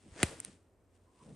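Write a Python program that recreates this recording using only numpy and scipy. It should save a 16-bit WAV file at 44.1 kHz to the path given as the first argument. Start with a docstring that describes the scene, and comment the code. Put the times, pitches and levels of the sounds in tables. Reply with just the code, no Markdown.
"""A quiet winter forest, with a golf shot played off the snow a few metres away.
The club swishes down through the air, cracks against the ball and thumps into the snow, which
sprays away. Two sharp ticks follow as the ball clips twigs. The player's clothes rustle and
his boots shift, and at the end snow slides off a branch over a faint low hush."""
import sys
import numpy as np
from scipy import signal
from scipy.fft import rfft, irfft
from scipy.io import wavfile
from scipy.ndimage import uniform_filter1d

SR = 44100
rng = np.random.default_rng(int(sys.argv[2]) if len(sys.argv) > 2 else 0)


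def waveform_to_disk(signal):
    """Save audio, clipped to [-1, 1], as 16-bit WAV at the path in sys.argv[1]."""
    frames = np.transpose(np.atleast_2d(signal))
    scaled = np.clip(frames, -1, 1) * 32767
    samples = np.round(scaled).astype(np.int16)
    wavfile.write(sys.argv[1], SR, samples)


N = 59535
TIME = np.arange(N) / SR
STRIKE_S = .23

# Tones of club head and ball: pitch_hz, level_db, fade_s, left_over_right_db
CLUB_TONES = [(686, -28, 0.04, -2), (1325, -19.5, .006, -9), (2049, -13.5, 0.0086, -1),
              (2451, -23, 0.025, 1), (2800, -12.5, .0055, 3), (3770, -15, .004, 4),
              (4797, -21.5, 0.0075, 3), (6300, -21.5, 0.0046, 3), (7314, -22.5, 0.02, 5.5),
              (8720, -10, 0.0044, -0.5), (9350, -13, 0.0085, 1.5), (9560, -11, 0.0037, -2),
              (11200, -20.5, .004, 2.5)]
# Tone colour of the crunching snow crust: pitch_hz, level_db
CRUNCH_COLOUR = [(200, -6.5), (900, -7), (2300, -2.5), (4000, -5), (5500, -16), (8800, -3.5), (10200, -9.5),
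                 (12500, -22.5), (16000, -40.5)]
def club_crack():
    """The club hits the ball: both ring briefly, and the snow crust crunches."""
    t = since(STRIKE_S)
    contact_s = .00025
    ring = 0
    for k, (hz, db, fade_s, side_db) in enumerate(CLUB_TONES):
        tone = (-1) ** k * np.sin(2 * np.pi * hz * t)   # every other tone starts downwards
        ring += from_db(db) * pan(side_db) * burst(t, contact_s, fade_s) * tone
    crunch = from_db(-24) * burst(t, contact_s, fade_s=.03) * hiss(CRUNCH_COLOUR)
    return ring + crunch


# Dull tones of the ground: pitch_hz, level_db, fade_s
GROUND_TONES = [(92, -35, .11), (250, -31.5, 0.041), (355, -26.5, 0.037), (535, -35, 0.044)]
def snow_thump():
    """The club head digs in: its thump drops in pitch as it slows, and the ground rings."""
    t = since(STRIKE_S + .0015)
    start_hz, end_hz, fall_s, rise_s = 560, 68.5, .0033, .001
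    cycles = end_hz * t + (start_hz - end_hz) * fall_s * (1 - np.exp(-t / fall_s))
    push = from_db(-17.5) * burst(t, rise_s, fade_s=.06) * np.sin(2 * np.pi * cycles)
    ground = sum(from_db(db) * burst(t, rise_s, fade_s) * np.sin(2 * np.pi * hz * t)
                 for hz, db, fade_s in GROUND_TONES)
    return push + ground


# Twigs the ball hits: start_s, snap_db, snap_pitch_hz, crack_db (levels before doubling)
TWIG_HITS = [(.4019, -15, 8990, -38), (0.4486, -21, 9130, -36)]
# Tone colour of cracking wood: pitch_hz, level_db
TWIG_COLOUR = [(300, 0), (1300, -7.5), (2100, 0.5), (3500, -7), (6000, 0), (8500, 1.5), (10500, 1),
               (12000, -22), (16000, -24)]
def twig_ticks():
    """Each twig the ball clips gives a tiny high snap and a woody crack."""
    rise_s = .00031
    ticks = 0
    for start_s, snap_db, hz, crack_db in TWIG_HITS:
        t = since(start_s)
        snap = burst(t, rise_s, .005) ** 2 * np.sin(2 * np.pi * hz * t)   # squaring halves the fade time
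        crack = burst(t, rise_s, fade_s=.0061) * hiss(TWIG_COLOUR)
        ticks += from_db(snap_db) * snap + from_db(crack_db) * crack
    return 2 * ticks


# Tone colour of the rushing air: pitch_hz, level_db
SWISH_COLOUR = [(40, -9.5), (100, -1), (450, 1.5), (1100, -5.5), (1800, -3.5), (4000, -12.5), (8500, -11.5),
                (9800, -16), (10400, -34), (12000, -39.5), (13000, -64)]
def club_swish():
    """Air rushes round the club, loudest at the bottom of the swing."""
    peak_s, peak_db, rise_db_per_s, fall_db_per_s = .226, -41, 263, 599.5
    t = TIME - peak_s
    level_db = peak_db + np.minimum(rise_db_per_s * t, -fall_db_per_s * t)
    return from_db(level_db) * hiss(SWISH_COLOUR, grain_db=3)


# Tone colour of flying snow: pitch_hz, level_db
SPRAY_COLOUR = [(40, 3), (85, 10), (200, -2), (500, -2), (1100, -7), (1700, -4.5), (4500, -10.5),
                (6500, -12.5), (8700, -7.5), (9900, -13), (10400, -18.5), (12000, -25), (12900, -60.5)]
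def snow_spray():
    """Snow grains scatter after the hit and thin out."""
    loudness = from_db(-41.5) * burst(since(STRIKE_S), rise_s=.012, fade_s=.55)
    return loudness * hiss(SPRAY_COLOUR, grain_db=1.5)


# Muffled shoves of boots, cloth and falling snow: peak_s, half_length_s, level_db, pitch_hz
SOFT_SHOVES = [(0.069, 0.021, -57, 223), (.15, 0.056, -56.5, 71.3), (0.17, 0.0082, -50.5, 318),
               (0.324, 0.014, -50.5, 460), (0.364, 0.011, -56, 100), (0.397, 0.037, -59.5, 311),
               (0.485, 0.012, -54, 213), (0.538, 0.015, -62.5, 184), (1.225, .012, -62, 218),
               (1.292, 0.031, -61.5, 410), (1.308, 0.039, -53, 163)]
def shoves():
    """Low noise swells softly as snow is pressed or dropped and cloth flaps."""
    total = 0
    for peak_s, half_length_s, db, hz in SOFT_SHOVES:
        swell = np.exp(-.5 * ((TIME - peak_s) / half_length_s) ** 2)
        total += from_db(db) * swell * band(hz, width_hz=.8 * hz)
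    return total


# How loud the rustle is: time_s, level_db
RUSTLE_LOUDNESS = [(0, -71.5), (.14, -66.5), (.25, -54.5), (.38, -68.5), (.46, -58.5), (.53, -66.5),
                   (.59, -78.5), (.7, -88.5), (.89, -87), (.935, -81.5), (.952, -73.5), (.99, -82.5),
                   (1.11, -80.5), (1.19, -72), (1.24, -69.5), (1.35, -70)]
# Tone colour of the rustle: pitch_hz, level_db
RUSTLE_COLOUR = [(100, 1.5), (500, 4.5), (1200, -0.5), (2500, 1), (4500, -3), (6800, -3), (8700, 2.5),
                 (9700, -1), (10400, -32.5), (16000, -51)]
def rustle():
    """Moving clothes and loose snow make a grainy hiss."""
    return level(RUSTLE_LOUDNESS) * hiss(RUSTLE_COLOUR, grain_db=2.5)


# How loud the sigh of the air is: time_s, level_db
SIGH_LOUDNESS = [(0, -91.5), (.98, -94), (1.09, -74), (1.15, -80.5), (1.22, -66), (1.29, -87.5),
                 (1.35, -78.5)]
# Tone colour of the still forest: pitch_hz, level_db
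HUSH_COLOUR = [(20, -10), (50, 4), (100, 1), (140, -7.5), (250, -2), (500, -5.5), (1000, -16.5),
               (2000, -25), (4000, -37), (8700, -33), (10200, -39.5), (12000, -33.5), (13500, -53)]
def forest_air():
    """Still air: a low hush, a far hum and a faint sigh that comes and goes."""
    hush = from_db(-69) * hiss(HUSH_COLOUR)
    hum = from_db(-72.5) * band(91.3, width_hz=5)
    sigh = level(SIGH_LOUDNESS) * band(1020, width_hz=170)
    return hush + hum + sigh


# How alike the two ears hear noise: pitch_hz, likeness (1 means the same)
EAR_LIKENESS = [(50, 0.98), (300, .97), (1000, 0.77), (3000, 0.68), (9000, 0.67)]
def noise(gain_at, grain_db=0):
    """Stereo noise of strength 1, coloured by gain_at(hz); grain_db makes it flicker."""
    hz = np.fft.rfftfreq(N, 1 / SR)
    flicker = unit_strength(uniform_filter1d(rng.standard_normal(N), size=44))   # 1 ms grains
    shared, apart = rfft(rng.standard_normal((2, N)) * from_db(grain_db * flicker))
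    alike = np.clip(at_hz(EAR_LIKENESS, hz), 0, 1)
    ears = np.sqrt(1 + alike) * shared + np.sqrt(1 - alike) * apart * [[1], [-1]]
    return unit_strength(irfft(gain_at(hz) * ears, N))


def hiss(colour, grain_db=0):
    """Noise whose balance of low and high follows a tone colour table."""
    return noise(lambda hz: from_db(at_hz(colour, hz)), grain_db)


def band(centre_hz, width_hz):
    """Noise gathered around one pitch."""
    return noise(lambda hz: 1 / (1 + ((hz ** 2 - centre_hz ** 2) / ((hz + 1) * width_hz)) ** 2))


def burst(t, rise_s, fade_s):
    """Loudness that builds up and dies away, losing 60 dB every fade_s."""
    return (1 - np.exp(-t / rise_s)) * from_db(-60 * t / fade_s)


def since(start_s):
    """Seconds since a sound reached the left ear and, just after, the right; zero before."""
    return np.maximum(TIME - start_s - np.array([[0], [.00003]]), 0)


def pan(db):
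    """Left and right gains, with the left louder by db."""
    return from_db(np.array([[db], [-db]]) / 2)


def level(rows):
    """Gain that follows rows of time_s, level_db."""
    return from_db(np.interp(TIME, *np.transpose(rows)))


def at_hz(rows, hz):
    """Read between a table's pitches, with octaves evenly spaced."""
    pitches, values = np.transpose(rows)
    return np.interp(np.log(hz + 1), np.log(pitches), values)


def from_db(db):
    """Turn decibels into a gain to multiply by."""
    return 10 ** (np.asarray(db) / 20)


def unit_strength(x):
    """Scale to an average strength (rms) of 1."""
    return x / np.sqrt(np.mean(x ** 2) + 1e-20)


def scene():
    """The shot over the forest air, with swish, spray and rustle a little to the left."""
    hisses = pan(1.26) * (club_swish() + snow_spray() + rustle())
    return club_crack() + snow_thump() + twig_ticks() + hisses + shoves() + forest_air()


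def record(dry):
    """The microphone thins the deep bass and cuts the highest treble."""
    low_hz, high_hz = 40, 16400
    thinned = signal.sosfilt(signal.butter(2, low_hz, "high", fs=SR, output="sos"), dry)
    return signal.sosfilt(signal.ellip(10, .1, 80, high_hz, fs=SR, output="sos"), thinned)


dry = scene()
out = record(dry)
waveform_to_disk(out)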